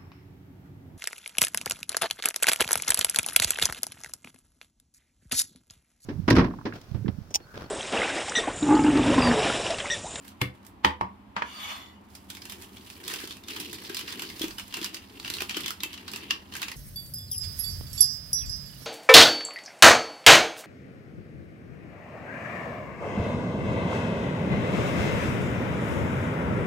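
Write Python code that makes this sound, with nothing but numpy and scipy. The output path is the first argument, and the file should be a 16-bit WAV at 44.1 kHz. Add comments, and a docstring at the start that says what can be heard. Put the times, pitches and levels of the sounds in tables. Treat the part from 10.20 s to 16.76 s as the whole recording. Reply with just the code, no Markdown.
"""A kitchen counter from close above: a fan drones while an outer packet crackles and is dropped aside.
A bangled wrist knocks the counter, and a plate is gripped and dragged nearer. Then a thin plastic pouch
crackles while powder slumps out of it. Rubbing, crackling and hissing are shaped noise; knocks and thumps
add fading sine waves. Hard walls answer, and two microphone ports differ in treble and phase."""
import sys
import numpy as np
from scipy import signal
from scipy.fft import rfft, irfft, next_fast_len
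from scipy.io import wavfile
from scipy.ndimage import map_coordinates

SR = 44100
rng = np.random.default_rng(int(sys.argv[2]) if len(sys.argv) > 2 else 0)


def pcm_store(signal):
    """Save signal as 16-bit PCM."""
    levels = np.round(np.clip(np.atleast_2d(signal), -1, 1) * 32767)
    wavfile.write(sys.argv[1], SR, levels.astype(np.int16).T)


N = 289291  # length in samples

# How hard the packet, then the pouch, is worked, one list each: start_s [s], crackle_level_db [dB]
HANDLING = [
    [(0.0, -70.5), (0.05, -61), (0.105, -66), (0.13, -78), (0.62, -81.5)],
    [(1.8, -92), (1.92, -71), (2.04, -72), (2.27, -58), (2.6, -63.5), (2.78, -59), (2.86, -44.5),
     (2.95, -45.5), (3.12, -52.5), (3.23, -78), (3.31, -44.5), (3.5, -50.5), (3.75, -47), (4.13, -48),
     (4.37, -72), (4.59, -47.5), (4.8, -60), (5.07, -53), (5.21, -49), (5.28, -61), (5.42, -40),
     (5.55, -63.5), (6.04, -49), (6.25, -64.5), (6.41, -50), (6.56, -60.5)],
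]
# Tone of thin plastic film: pitch_hz [Hz], level_db [dB per Hz]
FILM_TONE = [(290, -28), (500, -0.5), (560, -33), (976, 5), (1450, -8.5), (1570, -4.5), (2330, -1),
             (2800, 0.5), (4990, -4.5), (7500, -18), (9750, -38), (16500, -120)]
# Tone of bright treble hiss: pitch_hz [Hz], level_db [dB per Hz]
SHEEN_TONE = [(3000, -5), (6000, -0.5), (8000, 1), (12000, 0), (15500, -1.5), (17000, -20)]


def amp(db):
    """Turn a level in dB into a gain to multiply by."""
    return 10 ** (np.asarray(db) / 20)


def unit(x):
    """Scale x to an average strength (rms) of 1."""
    return x / np.sqrt(np.mean(x ** 2) + 1e-20)


def along(points, hz):
    """Read a curve of (Hz, value) points, with pitch spaced as the ear hears it (log axis)."""
    point_hz, values = np.transpose(points)
    return np.interp(np.log(hz + 1), np.log(point_hz + 1), values)


def level(rows):
    """Level in dB for every sample from (s, dB) rows, silent outside them."""
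    return np.interp(np.arange(N) / SR, *np.transpose(rows), left=-300, right=-300)


def follows(rows, db, grows):
    """Gain of a layer that sits at db and moves, grows dB per dB, with a level curve about its mean."""
    return amp(db + grows * (level(rows) - np.mean(rows, axis=0)[1]))


def wobble(rate):
    """A smooth random curve with rate random points a second."""
    points = rng.standard_normal(int(N * rate / SR) + 4)
    return map_coordinates(points, [np.arange(N) * rate / SR])


def filtered(x, response):
    """Change the strength and phase of each frequency in x by a response."""
    n = x.shape[-1]
    padded = next_fast_len(n + 4096)
    return irfft(rfft(x, padded) * response(np.fft.rfftfreq(padded, 1 / SR)), padded)[..., :n]


def coloured(x, spectrum):
    """Shape the tone of x by (Hz, dB) points, at rms 1."""
    return unit(filtered(x, lambda hz: amp(along(spectrum, hz))))


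def resonance(hz, sharpness):
    """Response of one damped vibration, 1 at its peak; sharper means a narrower peak and a longer ring."""
    return lambda f: 1j * f * hz / sharpness / (hz * hz - f * f + 1j * f * hz / sharpness)


def near(count, alike):
    """Noise from a broad source close by: each port hears a somewhat different part of it."""
    shared, own = rng.standard_normal((2, count))
    turn = np.arccos(np.clip(alike, 0, 1)) / 2
    return np.cos(turn) * shared + np.sin(turn) * np.array([own, -own])


def diffuse(pair):
    """Make two unrelated signals as alike as sound from all around is at the two ports."""
    # Likeness of the two ports: pitch_hz [Hz], likeness [0 to 1]
    likeness = [(60, 1), (300, 0.89), (700, 0.11), (3000, 0.11), (10000, 0.22)]

    def turn(hz):
        return np.arccos(np.clip(along(likeness, hz), -1, 1)) / 2

    mid, side = filtered(pair, lambda hz: np.array([np.cos(turn(hz)), np.sin(turn(hz))]))
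    return np.array([mid + side, mid - side])


def add(track, s, sound):
    """Mix a sound into both channels from s seconds on."""
    part = track[:, round(s * SR):][:, :sound.shape[-1]]
    part += sound[..., :part.shape[1]]


def burst(t, lead, rise, crack_t60, t60, tail_db):
    """Noise with a soft onset before t = 0, a crack, and a weaker, longer shiver (t60: time to fall 60 dB)."""
    after = np.maximum(t, 0)
    fade = amp(-60 * after / crack_t60) + amp(tail_db - 60 * after / t60)
    shape = (1 - np.exp(-after / rise)) * fade
    onset = amp(-17.5) * np.exp(-np.abs(t) / lead)
    return near(len(t), alike=0.3) * (shape + onset)


def fan():
    """A steady drone with a slight swell: shaped noise that reaches the ports from all around."""
    # Tone of the fan: pitch_hz [Hz], level_db [dB per Hz]
    fan_tone = [(20, -28), (45, -9), (80, -1), (115, -7), (150, -23.5), (200, 1), (235, -10), (270, -3.5),
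                (330, -11), (500, -21), (950, -14), (1500, -24), (3000, -30), (6200, -44.5), (15000, -46.5),
                (16500, -60)]
    drone = coloured(diffuse(rng.standard_normal((2, N))), fan_tone)
    swell_db = 0.3 * wobble(3.92)
    return amp(-54.5 + swell_db) * drone


def creases(rate, life):
    """Noise broken into clumped ticks, about rate a second, over the hiss of film sliding on film."""
    size = amp(0.74 * rng.exponential(size=N).clip(0, 2.5))
    chance = rate * amp(5 * wobble(25)) / SR  # rises and falls, so the ticks clump
    ticks = (rng.random(N) < chance) * size
    shiver = signal.lfilter([1], [1, -np.exp(-1 / (life * SR))], ticks)  # each tick fades over life seconds
    hiss = amp(-27.5 + 10.4 * wobble(30))
    return near(N, alike=0.2) * (unit(shiver) + hiss)


def rustle():
    """Plastic panels of three sizes crackle on their own; a bright sizzle goes with all of them."""
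    sizzle_db, sizzle_grows = -56.5, 0.73  # full pouch at its mean crackle; dB per dB of crackle
    sizzle_fades_db_per_s = 2.5  # the emptier the pouch, the duller it slides
    packet, pouch = HANDLING
    panels = [creases(rate=150, life=0.0043) for _ in range(3)]
    pitches_hz = (1700, 2900, 4700)
    body = sum(filtered(x, resonance(hz, sharpness=2.8)) for x, hz in zip(panels, pitches_hz))
    crackle_gain = amp(level(packet)) + amp(level(pouch))
    pouch_time = np.arange(N) / SR - pouch[0][0]
    pouch_sizzle = follows(pouch, sizzle_db - sizzle_fades_db_per_s * pouch_time, sizzle_grows)
    sizzle_gain = amp(level(packet)) + pouch_sizzle
    return crackle_gain * coloured(body, FILM_TONE) + sizzle_gain * coloured(sum(panels), SHEEN_TONE)


def kitchen(x):
    """Walls answer: each frequency dies at its own speed, with a fresh random echo pattern every 0.2 s."""
    # How long the room rings: pitch_hz [Hz], t60_s [s to fall 60 dB]
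    wall_fade = [(100, 0.15), (400, 0.26), (1000, 0.25), (3000, 0.22), (8000, 0.17), (15000, 0.18)]
    out, step = np.zeros((2, N)), SR // 5
    for start in range(0, N, step):
        hz, t, z = signal.stft(rng.standard_normal((2, SR // 2)), SR, nperseg=256)
        fade = amp(-60 * t / along(wall_fade, hz)[:, None])
        tail = diffuse(signal.istft(z * fade, SR, nperseg=256)[1])
        tail = tail / np.linalg.norm(tail[0])
        answer = signal.fftconvolve(x[None, start:start + step], tail, axes=1)
        add(out, start / SR + .003, answer)  # the answer comes 3 ms late
    return out


def snaps():
    """A crease buckles: a tick pitched by the panel that flips; longer ones start softer and shiver longer."""
    # Film creases: start_s [s], peak_db [dB], pitch_hz [Hz], low_db [dB], treble_db [dB],
    # length_s [s, scales the onset, crack and shiver]
    crease_events = [(0.0797, -32, 2900, 0, 15, 0.024), (0.1181, -48, 1290, -13, -11, 0.021),
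                     (0.4304, -51, 1290, -11, -0.5, 0.024), (0.4494, -43.5, 1330, -13, 5, 0.028),
                     (0.4658, -35, 1190, -10, 24, 0.033), (1.9516, -33.5, 5030, -17, 8, 0.035),
                     (2.102, -23, 3400, -11, 5, 0.023), (2.15, -30, 3570, -23, 2, 0.024),
                     (2.17, -29.5, 2220, -19, -2, 0.018), (2.2198, -31.5, 5060, -20, -7, 0.021),
                     (2.254, -28.5, 2720, -13, 6.5, 0.029), (2.2972, -28, 3650, -13, 7, 0.032),
                     (2.3211, -28, 3020, -19, 6, 0.037), (2.4222, -31, 3200, -1, 13, 0.024),
                     (2.5692, -36.5, 3320, -16, -7, 0.024), (2.61, -41, 3200, -15, -11, 0.017),
                     (2.7014, -29.5, 2500, -20, 3, 0.02), (2.8792, -20, 3540, -13, 7, 0.026),
                     (2.8988, -25.5, 2850, -5, 4, 0.021), (2.9375, -21.5, 2760, -8, 3, 0.031),
                     (2.9597, -23.5, 3300, -16, 2, 0.021), (3.0006, -39, 4700, -13, -0.5, 0.024),
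                     (3.0378, -33, 1590, -10, -2, 0.028), (3.0748, -25.5, 3400, -7, 5, 0.019),
                     (3.1082, -26, 3470, -27, -4, 0.023), (3.124, -32.5, 4060, -21, -0.5, 0.024),
                     (3.1687, -36, 2680, -13, 5, 0.027), (3.2365, -36.5, 3640, -13, -3, 0.026),
                     (3.2841, -26, 3440, -8, 0, 0.03), (3.3073, -24.5, 2720, -22, 0, 0.016),
                     (3.3633, -24, 3140, -5, -2, 0.026), (3.4003, -23, 5230, -17, 13, 0.034),
                     (3.428, -38, 2720, -24, -20, 0.026), (3.53, -24.5, 3420, -9, 9, 0.029),
                     (3.5437, -30, 4660, -9, 1, 0.029), (3.5843, -35, 2920, -15, -9, 0.022),
                     (3.6391, -33, 3350, 5, 9, 0.024), (3.6965, -26, 1570, -13, -1, 0.025),
                     (3.7458, -19.5, 4930, -22, 1, 0.021), (3.7686, -18.5, 3950, -19, 3, 0.026),
                     (3.7921, -23, 3020, -13, 2, 0.027), (3.8104, -27, 3100, -11, -3, 0.024),
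                     (3.8786, -29.5, 2820, -10, -16, 0.021), (3.9065, -32, 3350, -9, -10, 0.022),
                     (3.9245, -25, 3420, -11, -0.5, 0.024), (3.9951, -20.5, 2920, -15, -1, 0.02),
                     (4.0205, -21.5, 2980, -5, 3.5, 0.029), (4.0996, -29.5, 2080, -16, -0.5, 0.026),
                     (4.1648, -36.5, 4440, -11, 5, 0.024), (4.1945, -25, 4940, -15, 6, 0.028),
                     (4.2165, -19, 3370, -18, -0.5, 0.029), (4.2307, -22.5, 3080, -13, 4, 0.024),
                     (4.2419, -24.5, 2620, -7, -0.5, 0.028), (4.2824, -25.5, 2500, -11, 3, 0.019),
                     (4.3075, -29, 4670, -3, -7, 0.025), (4.3833, -23.5, 2930, -8, -1.5, 0.024),
                     (4.3958, -26, 3020, -19, -0.5, 0.034), (4.4797, -33, 4200, -8, 18, 0.022),
                     (4.5256, -30, 3090, -10, -10, 0.016), (4.5405, -21.5, 2800, -10, -3, 0.03),
                     (4.5688, -24, 2700, -1, -0.5, 0.038), (4.6149, -23.5, 3300, -6, -0.5, 0.024),
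                     (4.6283, -24, 3110, -13, -0.5, 0.027), (4.6442, -17, 4800, -13, 4.5, 0.026),
                     (4.66, -24, 2820, -16, -3.5, 0.029), (4.7446, -21, 5000, -13, 1, 0.022),
                     (4.7671, -30, 2780, -20, -2, 0.029), (4.999, -23.5, 4300, -10, -4, 0.012),
                     (5.0295, -33.5, 3960, -3, -0.5, 0.015), (5.0478, -23.5, 2720, -9, -10, 0.019),
                     (5.0584, -27, 2780, -8, -16, 0.019), (5.0785, -20.5, 2880, -17, -5, 0.016),
                     (5.1012, -16.5, 4060, -7, 6, 0.021), (5.1384, -19, 4230, -31, -2, 0.021),
                     (5.1502, -26, 3870, -15, 3, 0.024), (5.1686, -25, 3950, -13, -0.5, 0.021),
                     (5.1846, -26, 2820, -13, -10, 0.023), (5.2048, -20, 2490, -5.5, -8.5, 0.028),
                     (5.22, -17, 3200, -2, 2, 0.022), (5.2951, -19, 2740, -16, -6, 0.021),
                     (5.3085, -26, 3160, -12, -5, 0.033), (5.3433, -24.5, 3160, -13, -21, 0.056),
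                     (5.3681, -19, 3100, -5.5, -1.5, 0.028), (5.4066, -23, 2900, -18, 11, 0.024),
                     (5.4344, -29, 3360, -23, -7, 0.024), (5.4604, -18.5, 3320, -13, -4, 0.022),
                     (5.4809, -16.5, 3200, -18, -0.5, 0.019), (5.5059, -19, 1330, -18, 4, 0.024),
                     (5.6048, -26.5, 3700, -25, -9, 0.017), (5.6342, -12.5, 2680, -22, 2, 0.021),
                     (5.7304, -30, 3100, -18, -2, 0.026), (5.7404, -30.5, 3020, -26, -4, 0.025),
                     (5.7766, -33.5, 2850, -13, -10, 0.022), (5.88, -26, 3990, -4, -8, 0.025),
                     (5.9159, -28, 5090, -9, 10, 0.026), (5.9347, -26.5, 2700, -13, -2.5, 0.037),
                     (5.9604, -23.5, 2670, -13, 6, 0.027), (6.108, -8, 2880, -13, -15, 0.014),
                     (6.323, -33.5, 2980, -4, -11, 0.026), (6.338, -26, 3150, -9, -0.5, 0.02),
                     (6.3524, -25, 1710, -13, -3, 0.027), (6.366, -23.5, 2020, -16, 7, 0.026),
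                     (6.4178, -21.5, 3640, 2, 0, 0.029), (6.4289, -20, 2580, -10, -5, 0.024),
                     (6.4826, -24.5, 2430, -31, -3, 0.033), (6.5164, -24, 2040, -26, -0.5, 0.022)]
    # Tone of the pouch's large panels: pitch_hz [Hz], level_db [dB per Hz]
    belly_tone = [(350, -64), (650, -7), (1000, -8.5), (1500, 3), (2400, -22)]
    panel_edge = 0.46  # a flipping panel sends out little below this share of its pitch
    spark_share, spark_tail_db = 0.35, -4.5  # treble mostly fades in this share of the length; what lingers
    out, t = np.zeros((2, N)), np.arange(-SR // 50, SR // 8) / SR
    for s, db, pitch_hz, low_db, treble_db, length in crease_events:
        noise = burst(t, lead=0.37 * length, rise=0.028 * length, crack_t60=0.39 * length,
                      t60=2.75 * length, tail_db=-6.5)
        # The instant of buckling, sharpest in short ticks.
        noise[:, SR // 50] += 3.24 * (0.017 / length) ** 0.83
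        thin = filtered(noise, lambda f: f ** 2 / (f ** 2 + (panel_edge * pitch_hz) ** 2))
        spark = noise * (amp(-60 * np.abs(t) / (spark_share * length)) + amp(spark_tail_db))
        click = unit(filtered(noise, resonance(pitch_hz, sharpness=12.0)))
        click += amp(1.0) * coloured(thin, FILM_TONE)
        click += amp(low_db) * coloured(noise, belly_tone)
        click += amp(treble_db) * coloured(spark, SHEEN_TONE)
        add(out, s + t[0], amp(db) * click / np.abs(click).max())
    return out


def knocks():
    """Each blow: a broad crack coloured by the contact, the thud of what lands, and the ringing counter."""
    # Blows: start_s [s], crack_peak_db [dB], slab_db [dB], thud_db [dB], thud_pitch_hz [Hz], ring_db [dB],
    # clack_db [dB], clack_pitch_hz [Hz], treble_db [dB], shiver_t60_s [s to fall 60 dB]
    blow_events = [ (0.215, -14, -18, -3, 122, -49, 2.5, 2500, -4, 0.047),
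                   (0.647, -3.5, -23.5, -27, 121, -19.5, -14, 3020, -23.5, 0.026),
                   (0.811, -22.5, -15, -10, 107, -3.5, -12.5, 2530, -26, 0.014),
                   (1.164, -18.5, -37, -20, 204, -23, -16.5, 2120, -40, 0.21),
                   (1.221, -15.5, -34.5, -33, 243, -20.5, -6.5, 2030, -33.5, 0.036)]
    # Counter's low vibrations: pitch_hz [Hz], level_db [dB], t60_s [s to fall 60 dB]
    slab_modes = [(78, -3, 0.3), (165, -10, 0.15), (191, -5, 0.24), (287, 2, 0.12), (361, 6, 0.074),
                  (502.5, -5, 0.17), (619, -5, 0.11)]
    # Counter's ringing vibrations: pitch_hz [Hz], level_db [dB], t60_s [s to fall 60 dB]
    hollow_modes = [(895, -2.5, .14), (955, 0, .15), (995, -1.5, .13), (1042, -1, .1), (1093, -5, .09),
                    (1160, -7.5, .1), (1310, -19, 0.099)]
    # Tone of the crack: pitch_hz [Hz], level_db [dB per Hz]
    blow_tone = [(240, -47), (400, -26.5), (730, -18), (921, -6), (2180, -18), (2880, -20), (6340, -33.5),
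                 (14800, -62), (16000, -41)]
    out, t = np.zeros((2, N)), np.arange(-SR // 50, SR // 2) / SR
    after = np.maximum(t, 0)

    def ring(modes):
        """Fading sine waves, each a little louder or softer at every blow."""
        return sum(amp(db + rng.normal(0, 2.4) - 60 * after / t60) * np.sin(2 * np.pi * hz * after)
                   for hz, db, t60 in modes)

    for s, db, slab_db, thud_db, thud_hz, ring_db, clack_db, clack_hz, treble_db, t60 in blow_events:
        noise = burst(t, lead=.004, rise=.0006, crack_t60=.025, t60=t60, tail_db=-7)
        clack = unit(filtered(noise, lambda f: resonance(clack_hz, sharpness=1.2)(f) ** 2))
        crack = coloured(noise, blow_tone) + amp(clack_db) * clack
        crack += amp(treble_db) * coloured(noise, SHEEN_TONE)
        low = amp(slab_db) * ring(slab_modes) + amp(thud_db) * ring([(thud_hz, 0, .15)])
        soft_start = 1 - np.exp(-after / 0.0055)
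        body = low * soft_start + amp(ring_db) * ring(hollow_modes)
        add(out, s + t[0], amp(db) * (crack / np.abs(crack).max() + body))
    return out


def drag():
    """The plate's foot rubs the stone: a gritty rasp, and resonances trading strength as the grip shifts."""
    # Plate sliding: start_s [s], ring_level_db [dB]
    slide = [(1.24, -60), (1.27, -51), (1.39, -45), (1.52, -41.5), (1.68, -53.5), (1.76, -64), (1.83, -87)]
    # Plate's resonances: pitch_hz [Hz], width_hz [Hz], level_db [dB, before the treble tilt]
    plate_modes = [(694, 61, -7), (1130, 92, -2), (1250, 25, -3), (1990, 86, -6), (2240, 83, -5),
                   (2930, 120, 0), (3480, 88, 0), (3880, 38, -14), (4330, 94, -9), (4650, 120, -10),
                   (5470, 39, -12), (5990, 54, -11), (6700, 96, -15), (7000, 41, -13), (7320, 34, -16),
                   (8450, 100, -21), (8700, 44, -15), (9610, 32, -21), (10000, 73, -19), (10600, 75, -22),
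                   (12000, 56, -16), (12800, 77, -21), (14200, 170, -24), (14900, 43, -24)]
    # Tone of the rasp: pitch_hz [Hz], level_db [dB per Hz]
    rasp_tone = [(290, -46), (500, -12), (1130, 2.5), (1380, -3), (3490, -4), (3860, -17), (5090, -13),
                 (12300, -27), (15100, -25), (16000, -52)]
    tilt_db = 1.5  # per octave: rubbing excites the high modes a little more
    rasp_over_ring_db, rasp_grows = 0, 2.1  # at the loudest moment; it swells and fades faster than the ring

    def grit():
        return near(N, alike=0.29) * amp(1.5 * wobble(59.92))

    def group(k):
        """Every seventh resonance, rubbed by its own grit."""
        def response(f):
            return sum(amp(db + tilt_db * np.log2(hz / 3000)) * resonance(hz, hz / width_hz)(f)
                       for hz, width_hz, db in plate_modes[k::7])
        return filtered(grit(), response)

    rings = sum(amp(5.1 * wobble(13.97)) * group(k) for k in range(7))
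    ring_db = level(slide)
    rasp_db = ring_db.max() + rasp_over_ring_db + rasp_grows * (ring_db - ring_db.max())
    return amp(rasp_db) * coloured(grit(), rasp_tone) + amp(ring_db) * unit(rings)


def slump():
    """Soft low lumps as powder shifts, rounded thumps where heaps land, and the handled counter's rumble."""
    # Heaps of powder landing: start_s [s], level_db [dB, before the fade], pitch_hz [Hz]
    landings = [(2.93, -39.5, 413), (3.038, -30.5, 338), (3.698, -33, 367), (4.211, -27.5, 332),
                (4.239, -25, 333), (4.28, -40, 370), (4.616, -34.5, 317), (5.102, -40, 292),
                (5.219, -29.5, 363), (5.308, -40, 243), (5.369, -28, 340), (5.634, -37, 320),
                (5.657, -38, 348)]
    # Tone of the lumps: pitch_hz [Hz], level_db [dB per Hz]
    lump_tone = [(60, -28), (120, -13), (250, -8.5), (340, -3.5), (460, -13), (650, -36)]
    # Tone of the counter's rumble: pitch_hz [Hz], level_db [dB per Hz]
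    rumble_tone = [(20, -3), (45, -9), (80, -10), (130, -9.5), (200, -28.5)]
    # Strength of the rumble: start_s [s], level_db [dB]
    shaking = [(1.88, -70), (2.9, -60), (3.4, -62), (3.8, -62), (4.2, -49), (4.7, -64), (5.25, -52),
               (5.7, -66), (6.56, -61)]
    thump_t60_s = 0.047  # time to fall 60 dB
    lumps_db, lumps_grow = -59, 0.74  # at the mean crackle; dB per dB of crackle
    out, t = np.zeros((2, N)), np.arange(SR // 5) / SR
    for s, db, pitch_hz in landings:
        fade = amp(db - 60 * t / thump_t60_s + 2.8 * wobble(136)[:len(t)])  # slightly uneven
        soft_start = 1 - np.exp(-t / 0.0011)
        add(out, s, fade * soft_start * np.sin(2 * np.pi * pitch_hz * t))
    lumps = unit(amp(2.8 * wobble(31) + 1.5 * wobble(6)) * coloured(near(N, alike=1.0), lump_tone))
    rumble = unit(amp(3.5 * wobble(5.5)) * coloured(near(N, alike=0.8), rumble_tone))
    return out + follows(HANDLING[1], lumps_db, lumps_grow) * lumps + amp(level(shaking)) * rumble


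def scene():
    """Mix the near sources, what each sends to the walls, and the drone."""
    sliding, film, blows, plate, powder = rustle(), snaps(), knocks(), drag(), slump()
    sent = amp(-7) * blows + amp(-6.5) * plate + amp(-6.0) * film + amp(-8) * sliding + amp(-8) * powder
    direct = amp(-0.5) * (blows + plate + film + sliding + powder)
    return direct + kitchen(sent[0]) + fan()


def record(dry):
    """The ports differ in level and phase by frequency; deep bass is thin and the top is cut off."""
    # Left port over right: pitch_hz [Hz], level_db [dB]
    port_level = [(60, -10), (110, 2), (200, -1), (380, 4), (700, -3), (1290, -1), (2380, 2), (4400, 0),
                  (8120, -13), (15000, -17)]
    # How far the left port leads: pitch_hz [Hz], phase_rad [radians]
    port_phase = [(0, 0), (250, -.2), (520, -.9), (1460, -3.2), (2150, -7.2), (2900, -6.6), (3960, -5.6),
                  (6800, -8.9), (12500, -12.7), (16400, -15)]
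    bass_hz, top_hz = 35, 15900  # edges of what passes

    def ports(hz):
        left_over_right = amp(along(port_level, hz)) * np.exp(1j * np.interp(hz, *np.transpose(port_phase)))
        right = 2 / np.sqrt(1 + np.abs(left_over_right) ** 2)  # both ports' power together stays even
        bass = (1j * hz / (bass_hz + 1j * hz)) ** 2
        return np.array([left_over_right * right, right]) * bass / (1 + (hz / top_hz) ** 80)

    return filtered(dry, ports)


dry = scene()
out = record(dry)
pcm_store(out)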